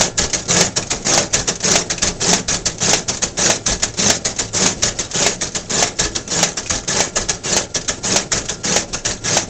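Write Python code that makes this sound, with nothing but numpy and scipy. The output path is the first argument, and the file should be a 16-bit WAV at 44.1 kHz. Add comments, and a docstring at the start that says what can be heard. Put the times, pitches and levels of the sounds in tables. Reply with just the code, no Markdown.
"""A card slaps against a stop, then the next ones follow at about 1.7 a second, close to a small microphone.
This is an addressing printer: for each card the rollers jerk twice, then the card rattles to the stop.
Rollers, runs and clicks are shaped noise; the stop, levers and card edges are decaying sines.
The plastic housing booms as noise and pushes through resonances; rocking, brushes and echoes are noise too.
A motor hums underneath as unsteady sines and whirring noise, in a small room."""
import sys
import numpy as np
from scipy import signal
from scipy.fft import rfft, irfft, next_fast_len
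from scipy.io import wavfile
from scipy.ndimage import uniform_filter1d, map_coordinates

SR = 44100
rng = np.random.default_rng(int(sys.argv[2]) if len(sys.argv) > 2 else 0)


def store_pcm(level_fs):
    """Save levels as 16-bit WAV."""
    pcm = np.round(np.clip(level_fs, -1, 1) * 32767).astype(np.int16)
    wavfile.write(sys.argv[1], SR, np.atleast_2d(pcm).T)


N = 418509

# All levels are relative.
# feed roller jerks, two per card: t/s, grab level/dB, drag level/dB
JERKS = [(.179, -14, -18), (.332, -15.5, -25), (.763, -13.5, -30), (.904, -14, -27), (1.334, -12, -18.5),
         (1.477, -13, -36), (1.901, -15, -37), (2.022, -12, -17), (2.483, -14, -17), (2.657, -15.5, -30),
         (3.084, -15, -25.5), (3.222, -13, -31.5), (3.664, -13, -16.5), (3.824, -16, -33),
         (4.25, -14.5, -26.5), (4.389, -15, -29.5), (4.824, -14, -18), (4.989, -17, -29.5),
         (5.412, -15.5, -26.5), (5.549, -16.5, -31.5), (5.989, -15.5, -18), (6.152, -18, -37.5),
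         (6.571, -18.5, -35), (6.698, -15, -19.5), (7.159, -15, -22.5), (7.287, -15, -29),
         (7.747, -15, -43), (7.882, -17, -29.5), (8.318, -15, -18.5), (8.487, -18.5, -33.5),
         (8.931, -18, -33), (9.051, -16, -20.5)]
# cards reaching the stop: t/s, slap level/dB
STOP_HITS = [(.009, -8.5), (.608, -8), (1.176, -10), (1.755, -7.5), (2.330, -8), (2.932, -9), (3.499, -9.5),
             (4.100, -7.5), (4.66, -9.5), (5.263, -9.5), (5.824, -9.5), (6.429, -8), (7.003, -10.5),
             (7.565, -9), (8.160, -8), (8.762, -8.5), (9.368, -9.5)]
# loudest clacks of loose levers and card edges: t/s, level/dB, ring f/Hz
CLACKS = [(.826, -24.5, 2390), (1.555, -25, 6460), (1.979, -22.5, 2580), (3.170, -23, 6840),
          (4.303, -27, 5460), (6.660, -25.5, 2510), (6.878, -16, 6220), (7.812, -27, 5040)]
# housing resonances: f/Hz, width/Hz, level/dB
HOUSING_MODES = [(105.6, 5.8, -5), (135, 27, -4), (174, 8.6, 4.5), (195.3, 32.6, 3.5), (254.5, 20, -1.5),
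                 (326.6, 23, 0.5), (376, 32, 0), (421.4, 34, -0.5), (480, 16, -3), (570.5, 14.7, 1),
                 (621, 17, -5.5), (691, 18, -7.5), (798, 20, -4.5)]
# thin guide plate resonances: f/Hz, width/Hz, level/dB
PLATE_MODES = [(1286, 69, -3), (1708, 47, 0), (1680, 46, 1), (1964, 60, -11.5)]
# machine rocking on its feet: f/Hz, width/Hz, level/dB
FRAME_MODES = [(19, 11, -0.5), (50, 11, 0.5), (92, 51, -8)]
# card stop modes: f/Hz, level/dB, t60/s
STOP_MODES = [(594, -12.5, 0.11), (637, -11.5, 0.081), (687, 1, 0.047), (784, -1.5, 0.026),
              (844, -7.5, 0.049), (1310, -10.5, 0.0059), (2220, -10, 0.0082)]
# spectrum of rasping and clicking: f/Hz, level per Hz/dB
RASP_SPECTRUM = [(250, -18), (600, -7.5), (950, -14.5), (1500, -11), (2200, -11), (3000, -11.5), (3800, -9),
                 (4900, -8.5), (5700, -3), (6500, -1.5), (7300, -4), (8200, -17.5), (9200, -34),
                 (10500, -70)]
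# spectrum of the idle rollers: f/Hz, level per Hz/dB
WHIR_SPECTRUM = [(10, -21), (20, 8), (55, -1.5), (105, 2), (180, 1.5), (290, -2.5), (400, -1), (700, -7),
                 (1100, -20.5), (3000, -23), (5000, -18.5), (6600, -16), (8000, -19), (9500, -66.5)]
# motor lines: f/Hz, level/dB
HUM_LINES = [(108, -44), (335, -54.5)]
# room decay: f/Hz, t60/s
ROOM_DECAY = [(100, 0.58), (600, 0.36), (2000, 0.28), (8000, 0.099)]
# microphone moving from the housing up over the plates: t/s, housing level/dB, plates level/dB
NEARNESS_LEVELS = [(0, 0.5, -15), (2.8, -2, -17.5), (4.6, -2, -16.5), (6.2, -1.5, -12.5),
                   (7.5, -1.5, -13.5), (9.4, -1, -14)]
# transport fading as the microphone leaves the rollers: t/s, run level/dB
RUN_LEVELS = [(0, -16.5), (4.5, -17), (6.5, -19.5), (9.4, -19.5)]
# gear whine, following the microphone's distance to the upper works: t/s, level/dB
WHINE_LEVELS = [(0, -55), (4.6, -56.5), (6.5, -52), (8.2, -51), (9.4, -55)]

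GRAB_S, DRAG_S = .013, .06  # roller bite; card comes free
GRAB_RISE_S, GRAB_FIRST_SHARE = .0083, .88  # grip tightens from this share
RUN_S = .128  # drive before the stop
GATE_LEAD_S, REBOUND_S = .04, .0033  # before and after the stop hit
# tick as the drive takes up slack
SLACK_CHANCE, SLACK_LEAD_S, SLACK_SCATTER_S = .55, .028, .007
SLACK_MEAN_DB, SLACK_MEAN_HZ = -29.5, 5800
FLICK_RE_DRAG_DB, FLICK_MEAN_HZ = -4, 4660  # card edge coming free
SQUEAK_LAG_S, SQUEAK_RE_GRAB_DB, SQUEAK_MEAN_HZ = .007, -2.5, 6450  # rubber biting
TICK_SCATTER_DB, TICK_SCATTER_OCT = 3, .13
MIC_CORNER_HZ, TOP_HZ, CLIP_LEVEL = 8600, 15900, .78


def amp(db):
    """Decibels to gain."""
    return 10 ** (np.asarray(db) / 20)


def unit(x):
    """Scaled to rms 1."""
    return x / np.sqrt(np.mean(np.abs(x) ** 2) + 1e-20)


def along(points, hz):
    """(Hz, value) points interpolated on a log axis."""
    f, v = np.transpose(points)
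    return np.interp(np.log(hz + 1), np.log(f + 1), v)


def at_each_sample(t_s, values):
    """A timed curve read at every sample."""
    return np.interp(np.arange(N) / SR, t_s, values)


def wobble(rate_hz):
    """Smooth random curve, rate_hz knots a second."""
    knots = rng.standard_normal(int(N * rate_hz / SR) + 4)
    return map_coordinates(knots, [np.arange(N) * rate_hz / SR])


def filtered(x, response):
    """x times a response of frequency."""
    m = next_fast_len(N + SR // 2)
    return irfft(rfft(x, m) * response(np.fft.rfftfreq(m, 1 / SR)), m)[:N]


def coloured(x, spectrum):
    """x through a broad spectrum of rms gain 1."""
    return filtered(x, lambda f: unit(amp(along(spectrum, f))))


def rung(x, modes):
    """x through parallel resonances, rms gain 1 together."""
    def response(f):
        return unit(sum(amp(db) * 1j * f * w / (c * c - f * f + 1j * f * w) for c, w, db in modes))
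    return filtered(x, response)


def chatter(rate_hz, depth_db):
    """Noise bunched into tiny irregular contacts."""
    level_db = depth_db * np.clip(wobble(rate_hz), -2, 2)
    return unit(rng.standard_normal(N) * amp(level_db))


def fade(t, hold_s, t60_s):
    """Zero before t = 0, one while held, then exponential decay."""
    return (t >= 0) * amp(-60 * np.maximum(t - hold_s, 0) / t60_s)


def add(track, t_s, piece):
    """Adds a piece to the track at time t_s."""
    at = round(t_s * SR) + np.arange(len(piece))
    inside = (at >= 0) & (at < N)
    track[at[inside]] += piece[inside]


def knocks(rows, hold_s, t60_s):
    """Envelope of short blows from (s, dB) rows, summed as power."""
    power, t = np.zeros(N), np.arange(SR // 4) / SR
    for t_s, db in rows:
        add(power, t_s, (amp(db) * fade(t, hold_s, t60_s)) ** 2)
    return np.sqrt(power)


def transport():
    """Feeding and running rasp on the card, ring the plates, boom in the housing and rock the frame."""
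    housing_db, plates_db = nearness()
    grab, drag = feed_force(grab_t60_s=.12, drag_t60_s=.17, touch_db=-5, touch_t60_s=.018)
    feed = np.hypot(grab, drag)
    run = run_force(start_share=.27, swell_s=.024, coast_s=.062, coast_t60_s=.66, brake_t60_s=.13)

    # card kicks the gate
    gate_rows = [(stop_s - GATE_LEAD_S, run_db + 3) for stop_s, run_db in runs()]
    gate = knocks(gate_rows, hold_s=.0047, t60_s=.14)
    # card catches and slips on the rollers
    slip = amp(.92 * wobble(130))
    feed_rasp = amp(-.9) * feed * chatter(600, depth_db=1.5)
    run_rasp = run * chatter(450, depth_db=1)
    contact = slip * (feed_rasp + run_rasp) + gate * chatter(700, depth_db=.5)
    rasp = coloured(flexing(contact, depth_db=3), RASP_SPECTRUM)

    plates = amp(plates_db) * rung(np.hypot(feed, run) * chatter(50, depth_db=4), PLATE_MODES)

    # heavy housing lags the rollers and builds up slowly in a run
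    heave = np.pad(feed, (round(.012 * SR), 0))[:N]
    boom = run_force(start_share=.3, swell_s=.12, coast_s=.075, coast_t60_s=.39, brake_t60_s=.15)
    rattle = (amp(-7.5) * heave + amp(-2.5) * boom) * chatter(200, depth_db=1.5)
    pushes = amp(-3) * shoves(clutch_lag_s=.02, release_lag_s=.071, width_s=.0013)
    housing = amp(housing_db) * rung(rattle + pushes, HOUSING_MODES)

    rocking = amp(-8.5) * drag + amp(-19.5) * grab + amp(-28) * run
    frame = rung(rocking * rng.standard_normal(N), FRAME_MODES)
    return rasp + plates + housing + frame


def feed_force(grab_t60_s, drag_t60_s, touch_db, touch_t60_s):
    """A roller touches the card and tightens its grip; its drag grows until the card comes free."""
    grab, drag, t = np.zeros(N), np.zeros(N), np.arange(SR // 3) / SR
    touch = amp(touch_db) * fade(t, 0, touch_t60_s)[::-1]  # swells up to the grab
    grip = np.interp(t, [0, GRAB_RISE_S], [GRAB_FIRST_SHARE, 1]) * fade(t, GRAB_S, grab_t60_s)
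    grab_shape = np.concatenate([touch, grip])
    growth = np.minimum(t / DRAG_S, 1)
    release = fade(t, DRAG_S, drag_t60_s)
    for t_s, grab_db, drag_db in JERKS:
        add(grab, t_s - len(t) / SR, (amp(grab_db) * grab_shape) ** 2)
        add(drag, t_s, growth * (amp(drag_db) * release) ** 2)
    return np.sqrt(grab), np.sqrt(drag)


def run_force(start_share, swell_s, coast_s, coast_t60_s, brake_t60_s):
    """The transport gathers speed, drives the card up to the stop, coasts and brakes."""
    power, t = np.zeros(N), np.arange(SR // 2) / SR
    coasting = fade(t, RUN_S, coast_t60_s)
    braking = fade(t, RUN_S + coast_s, brake_t60_s)
    drive = np.minimum(start_share + t / swell_s, 1) * coasting * braking
    for stop_s, run_db in runs():
        add(power, stop_s - RUN_S, (amp(run_db) * drive) ** 2)
    return np.sqrt(power)


def runs():
    """One transport run per card: (stop s, run dB)."""
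    return [(stop_s, np.interp(stop_s, *np.transpose(RUN_LEVELS))) for stop_s, _ in STOP_HITS]


def shoves(clutch_lag_s, release_lag_s, width_s):
    """Soft pushes on the housing: the clutch engages, the gate swings, the clutch lets go."""
    track, t = np.zeros(N), np.arange(SR // 40) / SR
    push = (1 - t / width_s) * np.exp(-t / width_s)
    moves = [(clutch_lag_s - RUN_S, 0), (-GATE_LEAD_S, -1), (release_lag_s, -5)]  # lag/s, level/dB
    for stop_s, run_db in runs():
        for lag_s, db in moves:
            t_s = stop_s + lag_s + rng.normal(0, .00203)
            add(track, t_s, amp(run_db + db + rng.normal(0, .91)) * push)
    return track


def flexing(x, depth_db):
    """The card bends as it moves, so its colour shifts in short time-frequency patches."""
    z = signal.stft(x, nperseg=256)[2]
    patches = uniform_filter1d(rng.standard_normal(z.shape), size=3, axis=0)
    patches = uniform_filter1d(patches, size=6, axis=1)
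    return signal.istft(z * unit(amp(depth_db * unit(patches))), nperseg=256)[1][:N]


def nearness():
    """Housing and plate levels at the microphone, in dB at each sample."""
    t_s, *columns = np.transpose(NEARNESS_LEVELS)
    return [at_each_sample(t_s, level_db) for level_db in columns]


def slaps():
    """The card hits the stop, which knocks as damped sines, and rebounds once as a second noise burst."""
    knock, t = np.zeros(N), np.arange(SR // 8) / SR
    for t_s, db in STOP_HITS:
        ring = np.zeros(len(t))
        for hz, mode_db, t60_s in STOP_MODES:
            gain = amp(mode_db + rng.normal(0, 2.3))
            mode_hz = hz * (1 + rng.normal(0, .019))
            ring += gain * fade(t, 0, t60_s) * np.sin(2 * np.pi * mode_hz * t)
        add(knock, t_s + .00149, amp(db) * ring)
    first = knocks(STOP_HITS, hold_s=.0019, t60_s=.01)
    second = knocks([(t_s + REBOUND_S, db) for t_s, db in STOP_HITS], hold_s=.001, t60_s=.094)
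    crack = np.hypot(amp(-2.5) * first, amp(-1) * second) * chatter(900, depth_db=1)
    bright = amp(-.5) * coloured(crack, RASP_SPECTRUM)
    body = amp(-12) * rung(crack, [(2200, 1600, 0)])
    return bright + body + amp(-3.5) * knock


def ticks(ring_t60_s, blur_rad):
    """Each small part clicks and buzzes briefly around its own pitch, its phase wandering at random."""
    rings, t = np.zeros(N), np.arange(SR // 8) / SR
    rows, jitter = CLACKS + small_ticks(), rng.standard_normal(N + SR)
    envelope = np.minimum(t / .0017, 1) * fade(t, 0, ring_t60_s)
    for t_s, db, hz in rows:
        wander = np.cumsum(jitter[abs(round(t_s * SR)):][:len(t)])
        phase = 2 * np.pi * hz * t + blur_rad * wander
        add(rings, t_s, amp(db) * envelope * np.sin(phase))
    blows = knocks([(t_s, db) for t_s, db, _ in rows], hold_s=.0036, t60_s=.089)
    clicks = blows * chatter(640, depth_db=2)
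    return amp(3) * rings + amp(-1.5) * coloured(clicks, RASP_SPECTRUM)


def small_ticks():
    """Every jerk squeaks and ends in a flick; a card's second jerk and its run may start with a slack tick."""
    squeaks = [(t_s + SQUEAK_LAG_S, grab_db + SQUEAK_RE_GRAB_DB, SQUEAK_MEAN_HZ) for t_s, grab_db, _ in JERKS]
    flicks = [(t_s + DRAG_S, drag_db + FLICK_RE_DRAG_DB, FLICK_MEAN_HZ) for t_s, _, drag_db in JERKS]
    moves = [t_s for t_s, _, _ in JERKS[1::2]] + [stop_s - RUN_S for stop_s, _ in STOP_HITS]
    slack = varied([(t_s - SLACK_LEAD_S + rng.normal(0, SLACK_SCATTER_S), SLACK_MEAN_DB, SLACK_MEAN_HZ)
                    for t_s in moves])
    return varied(squeaks + flicks) + [row for row in slack if rng.random() < SLACK_CHANCE]


def varied(rows):
    """(s, dB, ring Hz) rows, each a little different in level and pitch."""
    draws = rng.standard_normal((len(rows), 2))
    return [(t_s, db + TICK_SCATTER_DB * loud, hz * 2 ** (TICK_SCATTER_OCT * high))
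            for (t_s, db, hz), (loud, high) in zip(rows, draws)]


def rustles():
    """The waiting stack shifts in faint, irregular brushes of noise."""
    brushes = chatter(45, depth_db=8) * amp(2.4 * wobble(400))
    return amp(-42.5) * coloured(flexing(brushes, depth_db=5), RASP_SPECTRUM)


def motor():
    """The motor hums and the idle rollers whir; a gear whines from the upper works."""
    hum = sum(amp(db) * tone(hz, waver_db=3.5) for hz, db in HUM_LINES)
    whine = amp(at_each_sample(*np.transpose(WHINE_LEVELS))) * tone(hz=1390, waver_db=2.5)
    whir = amp(-35) * coloured(chatter(60, depth_db=3), WHIR_SPECTRUM)
    return hum + whine + whir


def tone(hz, waver_db):
    """Sine of rms 1, slightly unsteady in phase and level."""
    phase = 2 * np.pi * hz * np.arange(N) / SR + .78 * wobble(5.2)
    return unit(amp(waver_db * wobble(7)) * np.sin(phase))


def room(x):
    """Walls answer as decaying noise, bass longest; a fresh random tail each 1/3 s keeps the echo smooth."""
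    wet, step = np.zeros(N), SR // 3
    for at in range(0, N, step):
        hz, t, z = signal.stft(rng.standard_normal(SR // 2), SR, nperseg=256)
        decay = amp(-60 * t / along(ROOM_DECAY, hz)[:, None])
        tail = signal.istft(z * decay, SR, nperseg=256)[1]
        echo = signal.fftconvolve(x[at:at + step], tail / np.linalg.norm(tail))
        add(wet, at / SR + .005, echo)
    return wet


def scene():
    """The printer in its room."""
    printer = transport() + slaps() + ticks(ring_t60_s=.051, blur_rad=.16) + rustles()
    return (printer + amp(-14.5) * room(printer) + motor())[None]


def record(dry):
    """Narrow-band microphone: steep treble cut, then peaks saturate near CLIP_LEVEL, then a band limit."""
    heard = filtered(dry[0], lambda hz: 1 / np.sqrt(1 + (hz / MIC_CORNER_HZ) ** 40))
    clipped = heard / (1 + np.abs(heard / CLIP_LEVEL) ** 12) ** (1 / 12)
    return filtered(clipped, lambda hz: hz < TOP_HZ)[None]


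dry = scene()
out = record(dry)
store_pcm(out)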